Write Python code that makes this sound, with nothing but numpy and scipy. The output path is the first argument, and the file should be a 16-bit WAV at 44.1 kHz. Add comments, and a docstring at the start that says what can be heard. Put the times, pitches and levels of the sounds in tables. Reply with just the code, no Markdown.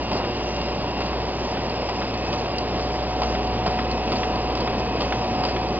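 """Offset press, approached on foot

A sheet-fed press runs at about 8100 sheets an hour while a small camera walks up to its control desk.
Rollers and chains rumble (shaped noise and rattle), gear, fan, pulley and vane pump hum and whine
(unsteady sines), nozzles and a valve hiss (swelling noise), an edge whistles. Once a sheet grippers clack,
the sheet swishes, a cam knocks and a lay ticks; frame, guards and pawl join in (struck resonances)."""
import sys
import numpy as np
from scipy import signal
from scipy.fft import rfft, irfft
from scipy.io import wavfile

SR = 44100
rng = np.random.default_rng(int(sys.argv[2]) if len(sys.argv) > 2 else 0)


def dump_mix(stems):
    """Bounce the given channels to the path in sys.argv[1] as a 16-bit WAV at rate SR."""
    frames = np.atleast_2d(stems).T  # one column per channel
    limited = np.clip(frames, -1, 1)  # hard clip at full scale
    pcm = np.round(limited * 32767).astype(np.int16)
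    wavfile.write(sys.argv[1], SR, pcm)


N = 255339
TIME_S = np.arange(N) / SR
FREQ_HZ = np.arange(N // 2 + 1) * SR / N + 1e-3  # offset avoids division by zero

# walk up to the desk: t/s, nearness/1 (0 far, 1 near)
APPROACH = [(0.0, 0.15), (1.65, 0.43), (2.0, 0.52), (2.5, 0.44), (3.25, 0.97), (5.79, 1)]

# rollers, chains and gears through the workshop: f/Hz, relative density/dB
DIN_COLOUR = [(25, -3.5), (42, -5.5), (75, -2), (110, 1), (200, 2.5), (450, 3), (950, 0), (1450, -13.5),
              (2900, -14), (4100, -18.5), (4800, -14), (5500, -20), (6000, -48.5)]
# din below and above the crossover: level/dB far, level/dB near
DIN_LOW_DB, DIN_HIGH_DB = (-29, -26.5), (-25, -25)
DIN_CROSSOVER_HZ = 1400

# main gear's mesh tone: t/s, level/dB
GEAR_LEVEL = [(0.0, -38), (1.7, -40), (2.5, -36.5), (2.9, -34), (3.25, -31.5), (3.7, -32), (4.1, -31),
              (4.4, -32), (4.7, -33.5), (5.0, -35), (5.25, -32.5), (5.38, -27), (5.52, -34.5),
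              (5.79, -32.5)]
# pulley's hum: t/s, level/dB
PULLEY_LEVEL = [(0.0, -41), (1.9, -51), (2.25, -46), (2.6, -51), (2.9, -41), (3.3, -45), (3.5, -50.5),
                (5.79, -53)]
# weak, wavering tones of other motors, gears and fans: f/Hz, level/dB before trim
MOTOR_TONES = [(93, -50), (104, -49), (129, -49), (190, -48), (264, -50), (401, -47), (949, -51),
               (985, -47.5), (1061, -53), (2587, -52), (2767, -56), (5375, -59)]
GEAR_HZ, PULLEY_HZ = 738.9, 619
FAN_HZ, FAN_DB = 360, (-39.5, -45)  # level/dB far, near
MOTOR_TRIM_DB = -0.6
STANDING_WAVE_DB = 1.5  # rms swing

# pump hum, swelling and sinking through the room's standing waves: t/s, level/dB
HUM_LEVEL = [(0.0, -36), (1.35, -34), (1.8, -37), (2.4, -36.5), (3.25, -31), (3.9, -32.5), (5.79, -35)]
# two lines of the thin whine: t/s, level/dB of first order, level/dB of second order
WHINE_LEVELS = [(0.0, -47, -42.5), (0.651, -50.5, -41), (0.75, -51.5, -49), (1.03, -52, -41.5),
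                (1.329, -56, -64), (1.651, -49, -47.5), (2.0, -46, -48), (2.33, -42, -58.5),
                (2.55, -52, -40.5), (2.9, -50, -65), (3.25, -48, -46), (3.549, -54, -47.5),
                (3.9, -41, -49.5), (4.3, -47, -44.5), (4.85, -42, -52), (5.4, -45, -48), (5.79, -44, -57)]
# pump overtones that change along the walk: multiple of shaft rate/1, level/dB far, level/dB near
WALK_ORDERS = [(2, -45, -40), (4, -45, -41), (5, -42.5, -48), (8, -49, -45), (10, -37.5, -47),
               (52, -55.5, -51.5), (76, -54, -60)]
# pump overtones that waver at random about one level: multiple of shaft rate/1, level/dB before trim
WAVER_ORDERS = [(12, -49), (42, -59), (46, -55), (50, -60), (56, -58), (64, -61), (96, -63), (110, -69)]
PUMP_HZ, WHINE_ORDERS, WAVER_TRIM_DB = 58.23, (44, 48), -0.3
# second motor: slower than the shaft by BEAT_HZ, level relative to the hum, in step at IN_STEP_S
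BEAT_HZ, SECOND_MOTOR_DB, IN_STEP_S = 1.8, -16.5, 1.7

# resonances; width is that of one of two cascaded stages
# nozzles: f/Hz, width/Hz, level/dB
NOZZLE_MODES = [(4850, 800, 0)]
# relief valve: f/Hz, width/Hz, level/dB
VALVE_MODES = [(5650, 450, 0)]
# frame: f/Hz, width/Hz, level/dB
FRAME_MODES = [(180, 110, 3), (410, 240, 0), (690, 200, -5)]
# grippers: f/Hz, width/Hz, level/dB
GRIPPER_MODES = [(620, 690, 3), (1230, 410, -2), (2660, 1900, -1.5), (4940, 890, 1.5)]
# steel guards: f/Hz, width/Hz, level/dB
GUARD_MODES = [(340, 260, -5), (680, 400, 0), (1000, 300, -1), (1320, 280, -7), (1900, 700, -17)]
# sheet on the feed board: f/Hz, width/Hz, level/dB
SHEET_MODES = [(1880, 1400, -11), (3400, 1800, -12), (4680, 750, 0)]
# cam: f/Hz, width/Hz, level/dB
CAM_MODES = [(1250, 750, 3.5), (2300, 1400, -2.5), (3400, 900, 0), (4900, 700, -10)]
# lay: f/Hz, width/Hz, level/dB
LAY_MODES = [(2900, 2300, -15), (4150, 650, -7), (4740, 900, 0)]
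# feeder pawl: f/Hz, width/Hz, level/dB
PAWL_MODES = [(2600, 2400, -12), (3370, 1400, -2.5)]

# whistle over a sharp edge, pitch wavering with the pressure: t/s, f/Hz
WHISTLE_PITCH = [(0.0, 5075), (0.25, 5085), (0.42, 5035), (0.8, 5065), (1.05, 5045), (1.3, 5095),
                 (1.56, 5010), (1.8, 5105), (2.0, 5045), (2.17, 5095), (2.43, 5030), (2.8, 5095),
                 (3.0, 5005), (3.14, 5080), (3.33, 5025), (3.6, 5060), (4.22, 5090), (4.42, 5005),
                 (4.6, 5095), (4.85, 5030), (5.3, 5065), (5.79, 5030)]
WHISTLE_DB, WHISTLE_FLUTTER_DB, WHISTLE_WAVER_HZ = -47.5, 7.5, 7  # flutter is the limit, waver is rms
VALVE_WHISTLE_HZ, VALVE_WHISTLE_DB = 5600, -56
AIR_DB, AIR_WAVER_DB = -56, 3
PUFF_DB, PUFF_AT_S, PUFF_LENGTH_S = -47, 0.058, 0.06  # once a turn
# the valve keeps a slower rhythm of its own
VALVE_DB, VALVE_FIRST_S, VALVE_PERIOD_S, VALVE_LENGTH_S = -48, 0.5, 0.925, 0.22

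# heavier dull thumps in the frame: t/s, level/dB
FRAME_THUMPS = [(0.112, -25), (0.226, -22), (0.775, -25.5), (1.16, -24), (1.635, -24), (1.68, -24),
                (2.18, -22.5), (2.28, -22.5), (2.722, -21), (3.418, -20.5), (3.648, -22.5), (3.925, -22.5),
                (4.108, -20), (4.305, -21.5), (4.585, -21.5), (4.775, -22), (4.945, -19), (5.42, -22),
                (5.53, -23.5), (5.695, -20)]
# hard gripper strokes, often with one bounce: t/s, level/dB
GRIPPER_CLACKS = [(0.116, -33), (0.131, -32), (1.006, -32), (1.018, -30.5), (1.89, -29.5), (2.329, -30.5),
                  (2.336, -32), (2.795, -31), (3.219, -28.5), (3.233, -27.5), (3.663, -27), (3.677, -29),
                  (4.12, -26), (4.128, -31), (4.552, -30.5), (4.574, -30.5), (5.007, -26.5), (5.019, -28),
                  (5.437, -27), (5.451, -25.5)]
# guards slamming, mostly as the grippers close, with two more rattles early on: t/s, level/dB
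GUARD_SLAMS = [(0.116, -25), (0.155, -25), (0.2, -26), (1.006, -24.5), (1.888, -24.5), (2.337, -27),
               (3.218, -22), (3.662, -20), (4.12, -26.5), (5.437, -24.5)]
# hard sheet strokes: t/s, level/dB
SHEET_SLAPS = [(0.168, -35), (0.611, -38), (1.056, -36.5), (2.385, -37.5), (2.829, -38), (3.713, -37),
               (4.157, -32.5), (4.603, -32), (5.487, -33.5)]
# hard cam strokes: t/s, level/dB
CAM_KNOCKS = [(2.017, -34), (3.35, -32.5), (3.789, -30), (4.2315, -28.5), (4.674, -31.5), (5.123, -27.5),
              (5.563, -33)]
# hard lay strokes: t/s, level/dB
LAY_TICKS = [(2.14, -38), (2.583, -29.5), (3.47, -39), (3.913, -34.5), (4.798, -38)]
# feeder pawl snapping over: t/s, level/dB
PAWL_SNAPS = [(3.577, -37.5), (4.077, -37.5), (4.626, -40), (4.969, -37), (5.046, -38)]

# one sheet per turn
SHEET_PERIOD_S, FIRST_TURN_S = 0.4434, 0.115
TURN_COUNT = np.ceil((N / SR - FIRST_TURN_S) / SHEET_PERIOD_S)
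TURNS_S = FIRST_TURN_S + SHEET_PERIOD_S * np.arange(TURN_COUNT)
# soft strokes: t/s into the turn, level/dB far, level/dB near
GRIPPER_CLOSE = (0.006, -37, -34)
SHEET_ARRIVES = (0.052, -42.5, -43)
CAM_DROP = (0.126, -36.5, -39)
LAY_PULL = (0.251, -44.5, -41)
STROKE_SCATTER_DB = 1.5

CHANNEL_LAG_S = 83e-6
MIRROR_HZ, MIRROR_DB_PER_HZ, TOP_HZ = 6000, -0.021, 7300


def undb(db):
    """Decibels to gain."""
    return 10 ** (np.asarray(db) / 20)


def unit(x):
    """Scale to rms 1."""
    return x / np.sqrt(np.mean(np.abs(x) ** 2))


def curves(table):
    """Each column after the time as a value per sample."""
    time_s, *columns = np.transpose(table)
    return [np.interp(TIME_S, time_s, column) for column in columns]


def along_walk(far_db, near_db, time_s=TIME_S):
    """Level at a time, between its far and near values."""
    return far_db + (near_db - far_db) * np.interp(time_s, *np.transpose(APPROACH))


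def walk(rate_hz):
    """Smooth random curve, rms 1, changing about rate_hz times a second."""
    smoothing = np.exp(-(FREQ_HZ / rate_hz) ** 2)
    return unit(irfft(rfft(rng.standard_normal(N)) * smoothing, N))


def swells(times_s, length_s):
    """Gaussian rise and fall around each time, length_s wide at 1/e."""
    return sum(np.exp(-(2 * (TIME_S - s) / length_s) ** 2) for s in times_s)


def shape(x, response):
    """Filter by a frequency response; white noise keeps its level."""
    return irfft(rfft(x) * unit(response), N)


def body(modes):
    """Response of resonances with steep skirts; neighbours swing in opposite phase."""
    response = 0
    for k, (hz, width_hz, db) in enumerate(modes):
        detuning = (FREQ_HZ / hz - hz / FREQ_HZ) * hz / width_hz
        response = response + (-1) ** k * undb(db) / (1 + 1j * detuning) ** 2
    return response


def turning(hz, wander, rate_hz):
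    """Phase of something turning at a slightly unsteady speed (wander: relative rms)."""
    speed_hz = hz * (1 + wander * walk(rate_hz))
    return 2 * np.pi * (np.cumsum(speed_hz) / SR + rng.random())


def rattle(per_second, spread_db):
    """Dense tiny impacts of unequal size and random sign, rms 1."""
    hit = rng.random(N) < per_second / SR
    size = np.minimum(rng.exponential(size=N), 2)
    sign = rng.choice([-1, 1], N)
    return unit(hit * sign * undb(spread_db * size))


def strokes(hard, delay_s, far_db, near_db):
    """Strike at the same point of every turn: hard strokes, and soft ones in the other turns."""
    times_s = TURNS_S + delay_s
    scatter_db = STROKE_SCATTER_DB * rng.standard_normal(len(times_s))
    levels_db = along_walk(far_db, near_db, times_s) + scatter_db
    soft = []
    for s, db in zip(times_s, levels_db):
        turn_is_free = all(abs(s - hard_s) > SHEET_PERIOD_S / 2 for hard_s, _ in hard)
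        if s < TIME_S[-1] and turn_is_free:
            soft.append((s, db))
    return soft + list(hard)


def blows(table, modes, rise_s, decay_s, room_db, room_s, chatter_db, crack_db):
    """Each contact cracks once and chatters briefly into the resonances; the workshop carries it on."""
    power, cracks = np.zeros(N), np.zeros(N)
    for s, db in table:
        age_s = np.maximum(TIME_S - s, 0)
        rise = 1 - np.exp(-age_s / rise_s)
        fall = np.exp(-age_s / decay_s) + undb(room_db) * np.exp(-age_s / room_s)
        power += (undb(db + chatter_db) * rise * fall) ** 2
        cracks[int(s * SR)] -= undb(db + crack_db)
    chatter = np.sqrt(power) * rng.choice([-1, 1], N)
    soft = 1 / np.sqrt(1 + (FREQ_HZ / 5600) ** 10)  # a contact of finite length has little top
    return shape(cracks + chatter, body(modes) * soft)


def rollers():
    """Smooth rumble with chain links and bearings rattling in it; the lows grow on coming nearer."""
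    hz, db = np.transpose(DIN_COLOUR)
    colour = undb(np.interp(np.log(FREQ_HZ), np.log(hz), db)) / np.sqrt(1 + (20 / FREQ_HZ) ** 4)
    rumble = rng.standard_normal(N) * undb(0.5 * walk(13))
    chains = rattle(per_second=900, spread_db=-1) * undb(0.12 * walk(25))
    din = shape(unit(rumble + undb(-7) * chains), colour)
    low = irfft(rfft(din) / (1 + (FREQ_HZ / DIN_CROSSOVER_HZ) ** 4), N)
    high = din - low
    return low * undb(along_walk(*DIN_LOW_DB)) + high * undb(along_walk(*DIN_HIGH_DB))


def gear():
    """Mesh tone of the main gear: a sine at a slightly unsteady speed."""
    level_db, = curves(GEAR_LEVEL)
    tone = np.sin(turning(GEAR_HZ, wander=0.00055, rate_hz=1.48))
    return np.sqrt(2) * undb(level_db + 0.98 * walk(24)) * tone


def fan():
    """Drone of a fan's blades, mostly heard from afar."""
    level_db = along_walk(*FAN_DB) + STANDING_WAVE_DB * walk(2)
    return np.sqrt(2) * undb(level_db) * np.sin(turning(FAN_HZ, wander=0.002, rate_hz=4))


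def pulley():
    """Hum of a pulley, rising and sinking along the walk."""
    level_db, = curves(PULLEY_LEVEL)
    tone = np.sin(turning(PULLEY_HZ, wander=0.0007, rate_hz=4))
    return np.sqrt(2) * undb(level_db + STANDING_WAVE_DB * walk(4)) * tone


def other_motors():
    """Weak tones of other motors, gears and fans, each wavering on its own."""
    tones = 0
    for hz, db in MOTOR_TONES:
        gain = undb(db + MOTOR_TRIM_DB + 2.5 * walk(1.5))
        tones = tones + gain * np.sin(turning(hz, wander=0.0007, rate_hz=4))
    return np.sqrt(2) * tones


def pump():
    """Vane pump: the shaft hums and beats with a second motor; high multiples of its rate whine."""
    hum_db, = curves(HUM_LEVEL)
    shaft = turning(PUMP_HZ, wander=0.00081, rate_hz=3.97)
    slip = 2 * np.pi * BEAT_HZ * (TIME_S - IN_STEP_S)
    second_motor = undb(SECOND_MOTOR_DB) * np.sin(shaft - slip)
    tones = undb(hum_db) * (np.sin(shaft) + second_motor)
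    for order, db in zip(WHINE_ORDERS, curves(WHINE_LEVELS)):
        tones += undb(db + 0.9 * walk(25)) * np.sin(order * shaft)
    for order, far_db, near_db in WALK_ORDERS:
        level_db = along_walk(far_db, near_db) + STANDING_WAVE_DB * walk(3)
        tones += undb(level_db) * np.sin(order * shaft)
    for order, db in WAVER_ORDERS:
        phase = 2 * np.pi * rng.random()
        tones += undb(db + WAVER_TRIM_DB + 2 * walk(5.6)) * np.sin(order * shaft + phase)
    return np.sqrt(2) * tones


def nozzles():
    """Blast air hisses through resonant nozzles, wavering a little, with a puff for every sheet."""
    puffs = undb(PUFF_DB) * swells(TURNS_S + PUFF_AT_S, PUFF_LENGTH_S)
    flow = (undb(AIR_DB) + puffs) * undb(AIR_WAVER_DB * walk(2))
    return shape(flow * rng.standard_normal(N), body(NOZZLE_MODES))


def whistles():
    """Two thin, fluttering air tones: one over a sharp edge, its pitch wavering, one fainter and higher."""
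    pitch_hz, = curves(WHISTLE_PITCH)
    edge_hz = pitch_hz + WHISTLE_WAVER_HZ * walk(14)
    tones = 0
    for hz, db in [(edge_hz, WHISTLE_DB), (VALVE_WHISTLE_HZ, VALVE_WHISTLE_DB)]:
        flutter_db = WHISTLE_FLUTTER_DB * np.tanh(walk(12))
        tones = tones + undb(db + flutter_db) * np.sin(turning(hz, wander=0.003, rate_hz=150))
    return tones


def frame():
    """Dull thumps of the frame as it takes the jolts."""
    return blows(FRAME_THUMPS, FRAME_MODES, rise_s=0.0074, decay_s=0.025, room_db=-20, room_s=0.059,
                 chatter_db=-3, crack_db=15)


def grippers():
    """Grippers clack shut at the start of each turn."""
    return blows(strokes(GRIPPER_CLACKS, *GRIPPER_CLOSE), GRIPPER_MODES, rise_s=0.0005, decay_s=0.008,
                 room_db=-20, room_s=0.04, chatter_db=2, crack_db=22)


def guards():
    """Steel guards slam, mostly as the grippers close, and rattle twice more early on."""
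    return blows(GUARD_SLAMS, GUARD_MODES, rise_s=0.003, decay_s=0.02, room_db=-20, room_s=0.05,
                 chatter_db=-1.5, crack_db=23)


def sheets():
    """Each sheet swishes down the feed board."""
    return blows(strokes(SHEET_SLAPS, *SHEET_ARRIVES), SHEET_MODES, rise_s=0.002, decay_s=0.009,
                 room_db=-19, room_s=0.05, chatter_db=6, crack_db=21)


def cam():
    """A cam drops and knocks once a turn."""
    return blows(strokes(CAM_KNOCKS, *CAM_DROP), CAM_MODES, rise_s=0.001, decay_s=0.007,
                 room_db=-21, room_s=0.04, chatter_db=7, crack_db=21.5)


def valve():
    """A relief valve lets off air: resonant noise in slow, smooth swells."""
    opening = swells(np.arange(VALVE_FIRST_S, TIME_S[-1], VALVE_PERIOD_S), VALVE_LENGTH_S)
    return shape(undb(VALVE_DB) * opening * rng.standard_normal(N), body(VALVE_MODES))


def lay():
    """A lay pulls the sheet and ticks once a turn."""
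    return blows(strokes(LAY_TICKS, *LAY_PULL), LAY_MODES, rise_s=0.001, decay_s=0.005,
                 room_db=-26, room_s=0.05, chatter_db=8.5, crack_db=22)


def pawl():
    """A pawl in the feeder snaps over now and then."""
    return blows(PAWL_SNAPS, PAWL_MODES, rise_s=0.001, decay_s=0.004, room_db=-22, room_s=0.05,
                 chatter_db=6, crack_db=19)


def scene():
    """The whole press, the same in both channels, the left a moment later."""
    running = rollers() + gear() + fan() + pulley() + other_motors() + pump()
    blown = nozzles() + whistles() + valve()
    struck = frame() + grippers() + guards() + sheets() + cam() + lay() + pawl()
    press = running + blown + struck
    left = irfft(rfft(press) * np.exp(-2j * np.pi * FREQ_HZ * CHANNEL_LAG_S), N)
    return np.array([left, press])


def record(dry):
    """The camera samples coarsely: the top treble is faintly mirrored upwards, then cut steeply."""
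    kept = irfft(rfft(dry) * (FREQ_HZ < MIRROR_HZ), N)
    mirrored = rfft(kept * 2 * np.cos(2 * np.pi * 2 * MIRROR_HZ * TIME_S))
    fading = undb(MIRROR_DB_PER_HZ * np.abs(FREQ_HZ - MIRROR_HZ))  # fainter away from the mirror
    ghost = irfft(mirrored * fading, N)
    top_cut = signal.ellip(8, 0.2, 70, TOP_HZ, fs=SR, output="sos")
    return signal.sosfilt(top_cut, kept + ghost)


dry = scene()
out = record(dry)
dump_mix(out)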